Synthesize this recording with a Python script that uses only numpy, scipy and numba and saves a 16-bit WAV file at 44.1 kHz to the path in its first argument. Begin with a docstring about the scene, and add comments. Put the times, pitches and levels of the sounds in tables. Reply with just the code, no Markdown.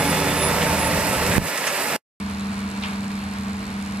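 """A diesel drones close by under whining gears, clattering chains, rushing straw and a squeaking
roller: a tractor pulls a round baler past, its metalwork knocking. A puff of wind thumps the
microphone, the limiter ducks and the bass thins out. After a short silence the rig is far off:
an exhaust drone over a dull roar, the fast ticking of the baler and one clank."""
import sys
import numpy as np
from scipy import signal
from scipy.fft import rfft, irfft
from scipy.io import wavfile
from numba import njit

SR = 44100
rng = np.random.default_rng(int(sys.argv[2]) if len(sys.argv) > 2 else 0)


def unload_wav(signal):
    """Save mono or channel-first audio to the path in sys.argv[1] as 16-bit WAV at rate SR, clipped to [-1, 1]."""
    wavfile.write(
        sys.argv[1],
        SR,
        np.round(np.clip(np.atleast_2d(signal).T, -1, 1) * 32767).astype(np.int16),
    )


N = 176400
T = np.arange(N) / SR
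HZ = np.maximum(np.arange(N // 2 + 1) * SR / N, 1)
NEAR_END_S, FAR_START_S = 1.964, 2.201


def from_db(db):
    """Decibels to gain."""
    return 10 ** (np.asarray(db) / 20)


def unit_rms(x):
    """Scale to unit power."""
    return x / np.sqrt(np.mean(x ** 2) + 1e-20)


def in_time(rows):
    """Each column interpolated to every sample."""
    time_s, *columns = np.transpose(rows)
    return [np.interp(T, time_s, c) for c in columns]


def over_hz(rows):
    """Each column interpolated to every frequency bin."""
    hz, *columns = np.transpose(rows)
    return [np.interp(np.log(HZ), np.log(hz), c) for c in columns]


def colour(rows):
    """Gain per bin, falling steeply beyond both ends of the table."""
    below = 1 + (.7 * rows[0][0] / HZ) ** 8
    above = 1 + (.7 * HZ / rows[-1][0]) ** 8
    return from_db(over_hz(rows)[0]) / np.sqrt(below * above)


def drift(rate_hz):
    """Smooth random wander, unit RMS."""
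    return unit_rms(irfft(rfft(rng.standard_normal(N)) / (1 + (HZ / rate_hz) ** 2), N))


def cycles(hz):
    """Turns completed at a changing rate."""
    return np.cumsum(hz * np.ones(N)) / SR


def pan(db):
    """Channel gains for a left-minus-right level."""
    return from_db(np.array([[db], [-db]]) / 2)


def tone(turns, rough, flutter_hz):
    """Unit-power partial with amplitude and phase flutter."""
    angle = 2 * np.pi * (turns + rng.random())
    in_phase = (1 + rough * drift(flutter_hz)) * np.sin(angle)
    return unit_rms(in_phase + rough * drift(flutter_hz) * np.cos(angle))


def blows(turns, rate_hz, decay_s, spread_db):
    """One decaying pulse of random strength per turn."""
    strength = from_db(spread_db * rng.uniform(-1.1, 1, N))[turns.astype(int)]
    return unit_rms(strength * np.exp(-(turns % 1) / rate_hz / decay_s))


# Stereo image: (frequency [Hz], coherence [ratio], right phase lead [rad])
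NEAR_IMAGE = [(60, .9, 0), (180, .94, .03), (330, .85, .1), (700, .9, .35), (1300, .84, .5),
              (1950, .76, .9), (2900, .72, 0), (3900, .6, 1), (4800, .6, 1.95), (8000, .63, 2.4),
              (13000, .48, 3.5)]
FAR_IMAGE = [(60, .97, 0), (250, .97, 0), (400, .83, -.1), (800, .68, -.9), (1300, .45, -1.8),
             (1800, .4, -3), (2300, .45, -5.4), (3000, .78, -6.3), (4000, .65, -5.3), (4800, .65, -4.1),
             (6200, .5, -4.6), (7300, .6, -5.7), (12000, .5, -5.1)]
# Stereo balance: (frequency [Hz], left minus right [dB])
NEAR_BALANCE = [(60, 0.0), (120, -0.5), (240, 0.0), (480, -1.5), (950, -1), (1890, -4.5), (3770, -0.5),
                (7520, -6.5), (15000, -9)]
FAR_BALANCE = [(60, -0.5), (300, -.5), (1200, 0), (1800, -0.5), (2900, -2.5), (3600, 2), (4500, 0.5),
               (6000, -9), (8500, -9), (12500, -7.5), (15000, -2)]
NEAR, FAR = (NEAR_IMAGE, NEAR_BALANCE), (FAR_IMAGE, FAR_BALANCE)


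def noise(gain, place, drive=1):
    """Unit-power stereo noise, modulated by drive, then filtered by gain."""
    image, balance = place
    coherence, lead_rad = over_hz(image)
    lean_db, = over_hz(balance)
    mid, side = rfft(rng.standard_normal((2, N)) * drive) * np.sqrt([1 + coherence, 1 - coherence])
    left, right = from_db(lean_db / 2), from_db(-lean_db / 2)
    channels = np.array([(mid + side) * left, (mid - side) * right * np.exp(1j * lead_rad)])
    return unit_rms(irfft(gain * channels / np.hypot(left, right), N))


# Exhaust partials: (multiple of firing rate [ratio], level at 0.5 s [dB])
EXHAUST = [(2, -36), (2.5, -41), (3, -35.5), (4, -38), (5, -37.5), (6, -37), (7, -46.5), (10, -43.5),
           (11, -48.5), (13.4, -46), (23, -44)]
# Baler drive partials: (multiple of drive rate [ratio], level at 0.5 s [dB])
BALER_HUM = [(1, -37), (2, -35)]


def exhaust_and_hum(firings, drive_ratio=.829, recede_db_per_s=2.5):
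    """Exhaust pulses and the geared baler drive hum, fading as the rig draws away."""
    exhaust = sum(from_db(db) * tone(k * firings, rough=.6, flutter_hz=9) for k, db in EXHAUST)
    hum = sum(from_db(db) * tone(k * drive_ratio * firings, rough=.28, flutter_hz=5)
              for k, db in BALER_HUM)
    return (exhaust + hum) * from_db(-recede_db_per_s * (T - .5)) * pan(db=-1.5)


# Exhaust harmonic 9, then three gear meshes: (multiple of firing rate [ratio])
WHINE_ORDERS = [9.0, 9.24, 18.15, 36.85]
# Whine: (time [s], exhaust harmonic 9 [dB], gear 1 [dB], gear 2 [dB], gear 3 [dB])
WHINE_DB = [(0, -31.5, -48, -43, -42), (.2, -37, -34.5, -38, -39.5), (.5, -45, -36, -45, -41),
            (.72, -33.5, -30, -47, -47.5), (1.0, -37.5, -35, -50, -53.5),
            (1.32, -36.5, -42.5, -36.5, -54.5), (1.65, -45.5, -47.5, -40, -53.5),
            (1.96, -36.5, -50, -43, -54)]


def exhaust_and_gear_whine(firings):
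    """The exhaust's ninth harmonic swells and fades beside three gear whines, all engine-locked."""
    whine = sum(from_db(db) * tone(k * firings, rough=.35, flutter_hz=30)
                for k, db in zip(WHINE_ORDERS, in_time(WHINE_DB)))
    return whine * pan(db=-4)


# Rumble spectrum: (frequency [Hz], relative density [dB])
NEAR_RUMBLE = [(20, -31), (38, -8.5), (55, -4.5), (80, 1), (125, 1), (190, 3.5), (260, -5.5), (350, -11.5),
               (600, -31)]
# Rumble envelope: (time [s], level [dB])
RUMBLE_DB = [(0, -31), (.9, -28), (1.25, -29.5), (1.35, -24.5), (1.385, -20.5), (1.46, -28.5), (1.55, -27),
             (1.96, -28.5)]


def near_rumble():
    """Low noise of the passing rig, swelling around the thump."""
    return from_db(in_time(RUMBLE_DB)[0]) * noise(colour(NEAR_RUMBLE), NEAR)


def panels(spacing_hz=21.87, ripple_db=1.75):
    """Gain per bin of crowded sheet-metal resonances of random strength."""
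    db = ripple_db * rng.standard_normal(2000)
    return from_db(np.interp(HZ, spacing_hz * np.arange(len(db)), db))


# Clatter spectrum: (frequency [Hz], relative density [dB])
CLATTER = [(250, -6.5), (350, -11), (480, -0.5), (620, 1), (780, -5.5), (950, -4), (1300, -3), (1550, -6.5),
           (1900, -3), (2300, -6), (2700, -6), (3150, -14), (4200, -12.5), (5300, -15), (6500, -19),
           (12000, -49.5)]
# Clatter envelope: (time [s], level [dB])
CLATTER_DB = [(0, -23.5), (.65, -23.5), (1.1, -23.5), (1.33, -24), (1.5, -25.5), (1.96, -24)]


def clatter(firing_hz):
    """Engine block and baler chains rattle, pulsing with the firings."""
    beat = 2.5 + .28 * blows(cycles(firing_hz), firing_hz.mean(), decay_s=.0033, spread_db=6.5)
    level_db = in_time(CLATTER_DB)[0] + .7 * drift(30)
    return from_db(level_db) * noise(colour(CLATTER) * panels(), NEAR, beat)


# Straw spectrum: (frequency [Hz], relative density [dB])
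STRAW = [(2940, -33), (5000, -4), (6150, -9.5), (7980, -0.5), (9210, -5), (11500, -2), (13000, -6),
         (13900, -13.5), (15100, -13), (15800, -22.5)]
# Straw envelope: (time [s], level [dB])
STRAW_DB = [(0, -29.5), (1.3, -28.5), (1.5, -31.5), (1.96, -29.5)]


def straw():
    """Straw rushes and crackles into the pick-up."""
    level_db = in_time(STRAW_DB)[0] + drift(20)
    spectrum = colour(STRAW) * panels()
    crackle = from_db(1.6 * drift(900))
    return from_db(level_db) * noise(spectrum, NEAR, crackle)


# Roller squeaks: (start [s], length [s], level [dB])
SQUEAKS = [(-.02, 0.14, -37.5), (0.362, .14, -32), (.782, 0.12, -37), (1.135, .05, -47)]


def roller(pitch_hz=9960, sharp_hz=130, wobble_hz=25, settle_s=.032, edge_s=.013):
    """A dry roller squeaks once a turn, starting sharp and settling on its pitch."""
    out = 0
    for start_s, length_s, db in SQUEAKS:
        gate = np.clip(np.minimum(T - start_s, start_s + length_s - T) / edge_s, 0, 1)
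        hz = pitch_hz + sharp_hz * np.exp(-np.maximum(T - start_s, 0) / settle_s)
        hz += wobble_hz * drift(60)
        out += from_db(db) * gate * tone(cycles(hz), rough=.65, flutter_hz=70)
    return out * pan(db=-10.5)


# Metalwork knocks: (start [s], level [dB], decay [s], centre [Hz])
KNOCKS = [(.615, -26, 0.019, 2600), (.664, -24, 0.013, 1610), (.82, -31, 0.03, 3000),
          (1.312, -21.5, 0.021, 2100), (1.35, -20.5, 0.013, 1700), (1.573, -25, .012, 8000),
          (1.638, -24.5, 0.0066, 2200), (1.667, -20.5, 0.015, 2000), (1.668, -22, 0.015, 7500),
          (1.706, -35, .012, 7500), (2.824, -34, 0.022, 3500), (2.833, -28.5, 0.031, 2620),
          (2.84, -37, .05, 1200)]


def knocks(attack_s=.003, half_width_oct=.66):
    """Blows on the baler's metalwork, each a noise band; the last three form the far clank."""
    out = 0
    for start_s, db, decay_s, hz in KNOCKS:
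        age_s = np.maximum(T - start_s, 0)
        envelope = np.minimum(age_s / attack_s, 1) * np.exp(-np.maximum(age_s - attack_s, 0) / decay_s)
        band = 1 / (1 + (np.log2(HZ / hz) / half_width_oct) ** 2)
        band /= np.hypot(1, (HZ / min(1.7 * hz, 9000)) ** 4)
        out += from_db(db) * envelope * noise(band, NEAR if start_s < NEAR_END_S else FAR)
    return out


def wind_thump(start_s=1.3815, swing_hz=105, decay_s=.0043, right_db=11, leak_db=-20):
    """A puff of air strikes the right port: a pressure step that swings back and dies."""
    age_s = np.maximum(T - start_s, 0)
    swing = (T > start_s) * np.exp(-age_s / decay_s) * np.cos(2 * np.pi * swing_hz * age_s + .66)
    return from_db(right_db) * swing * from_db([[leak_db], [0]])


def steel_ping(start_s=1.674, level_db=-33, pitch_hz=6500, decay_s=.012):
    """A steel part rings briefly after a hard knock."""
    envelope = (T > start_s) * np.exp(-np.maximum(T - start_s, 0) / decay_s)
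    ring = tone(cycles(pitch_hz), rough=.4, flutter_hz=120)
    return from_db(level_db) * envelope * ring * pan(db=-4)


# Distant partials: (frequency [Hz], level [dB])
DRONE = [(81.9, -44), (198.4, -29.5), (223.3, -40.5), (297, -48), (446.5, -54.5)]


def far_drone(wander=.0019, throb_db=.5):
    """Exhaust and baler drone far off, wavering slightly in pitch and level."""
    drone = 0
    for hz, db in DRONE:
        turns = cycles(hz * (1 + wander * drift(1.54)))
        drone += from_db(db) * tone(turns, rough=.11, flutter_hz=6)
    return drone * from_db(throb_db * drift(12)) * pan(db=-.5)


# Distant noise spectra: (frequency [Hz], relative density [dB])
FAR_RUMBLE = [(20, -25.5), (36, -15), (52, 2.5), (90, 3.5), (140, 1.5), (240, 1.5), (300, -9), (380, -9.5),
              (600, -36)]
FAR_ROAR = [(220, -42), (380, -17.5), (443, -5.5), (525, -12), (641, -7), (703, -7.5), (872, -5.5),
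            (942, -5), (1080, -3.5), (1220, -6), (1360, -6.5), (1850, -7.5), (2000, -10), (2330, -8.5),
            (3220, -16.5), (4320, -14), (4730, -17), (6240, -22), (9170, -23.5), (12500, -27), (15000, -46)]
# Roar envelope: (time [s], level [dB])
FAR_ROAR_DB = [(2.2, -35.5), (2.8, -36), (2.88, -33), (3.0, -36.5), (3.5, -36.5), (4, -36.5)]


def far_roar(rumble_db=-38, lowpass_hz=8000):
    """The distant rig's dull roar over a steady rumble."""
    rumble = from_db(rumble_db) * noise(colour(FAR_RUMBLE), FAR)
    roar_db = in_time(FAR_ROAR_DB)[0] + .69 * drift(17.9)
    return rumble + from_db(roar_db) * noise(colour(FAR_ROAR) / np.hypot(1, HZ / lowpass_hz), FAR)


# Tick spectrum: (frequency [Hz], relative density [dB])
TICKS = [(2500, -20), (4200, 3), (6000, -5.5), (7600, -1.5), (9500, -5), (12500, -11.5), (14000, -27)]


def chain_ticks(first_s=2.2012, rate_hz=81.9, level_db=-48):
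    """The baler's chain ticks fast and evenly."""
    pulses = blows((T - first_s) * rate_hz, rate_hz, decay_s=.0019, spread_db=4)
    return from_db(level_db) * noise(colour(TICKS), FAR, pulses)


# Near diesel: (time [s], firing rate [Hz])
FIRING_HZ = [(0, 94.24), (.3, 95.7), (.7, 97.53), (1.0, 97.37), (1.35, 96.06), (1.6, 95.34), (1.96, 94.3)]


def scene():
    """Near rig, short silence, far rig."""
    firing_hz, = in_time(FIRING_HZ)
    firings = cycles(firing_hz)
    near = exhaust_and_hum(firings) + exhaust_and_gear_whine(firings) + near_rumble()
    near += clatter(firing_hz) + straw() + roller() + wind_thump() + steel_ping()
    tail = from_db(-13.5) * np.exp(-np.maximum(T - NEAR_END_S, 0) / .008)
    far = far_drone() + far_roar() + chain_ticks()
    return near * np.where(T < NEAR_END_S, 1, tail) + far * (T > FAR_START_S) + knocks()


def limiter(x, threshold_db=-2.5, attack_s=.00073, release_db_per_s=127.5):
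    """Peaks over the threshold duck both channels; the gain recovers linearly in dB."""
    over_db = np.maximum(20 * np.log10(np.abs(x).max(axis=0) + 1e-9) - threshold_db, 0)
    release_db = release_db_per_s * T
    held_db = np.maximum.accumulate(over_db + release_db) - release_db
    pole = np.exp(-1 / (attack_s * SR))
    return x * from_db(-signal.lfilter([1 - pole], [1, -pole], held_db))


@njit
def low_cut(x, corner_hz):
    """One-pole high-pass with a moving corner."""
    step = 1 - np.exp(-2 * np.pi * corner_hz / SR)
    out = x.copy()
    for channel in range(2):
        low = 0.
        for i in range(x.shape[1]):
            change = step[i] * (x[channel, i] - low)
            out[channel, i] = x[channel, i] - low - change / 2
            low += change
    return out


# Bass thinning after the thump: (time [s], corner per stage [Hz])
LOW_CUT_HZ = [(0, 5.5), (1.44, 4.8), (1.5, 370), (1.6, 402), (1.72, 354), (1.96, 234)]


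def record(dry, ceiling=.95, top_hz=15900):
    """Timed two-stage low cut, limiter, overload, steep top cut."""
    corner_hz = np.where(T < FAR_START_S, in_time(LOW_CUT_HZ)[0], LOW_CUT_HZ[0][1])
    thinned = low_cut(low_cut(dry, corner_hz), corner_hz)
    limited = np.clip(limiter(thinned), -ceiling, ceiling)
    return irfft(rfft(limited) / np.sqrt(1 + (HZ / top_hz) ** 300), N)


dry = scene()
out = record(dry)
unload_wav(out)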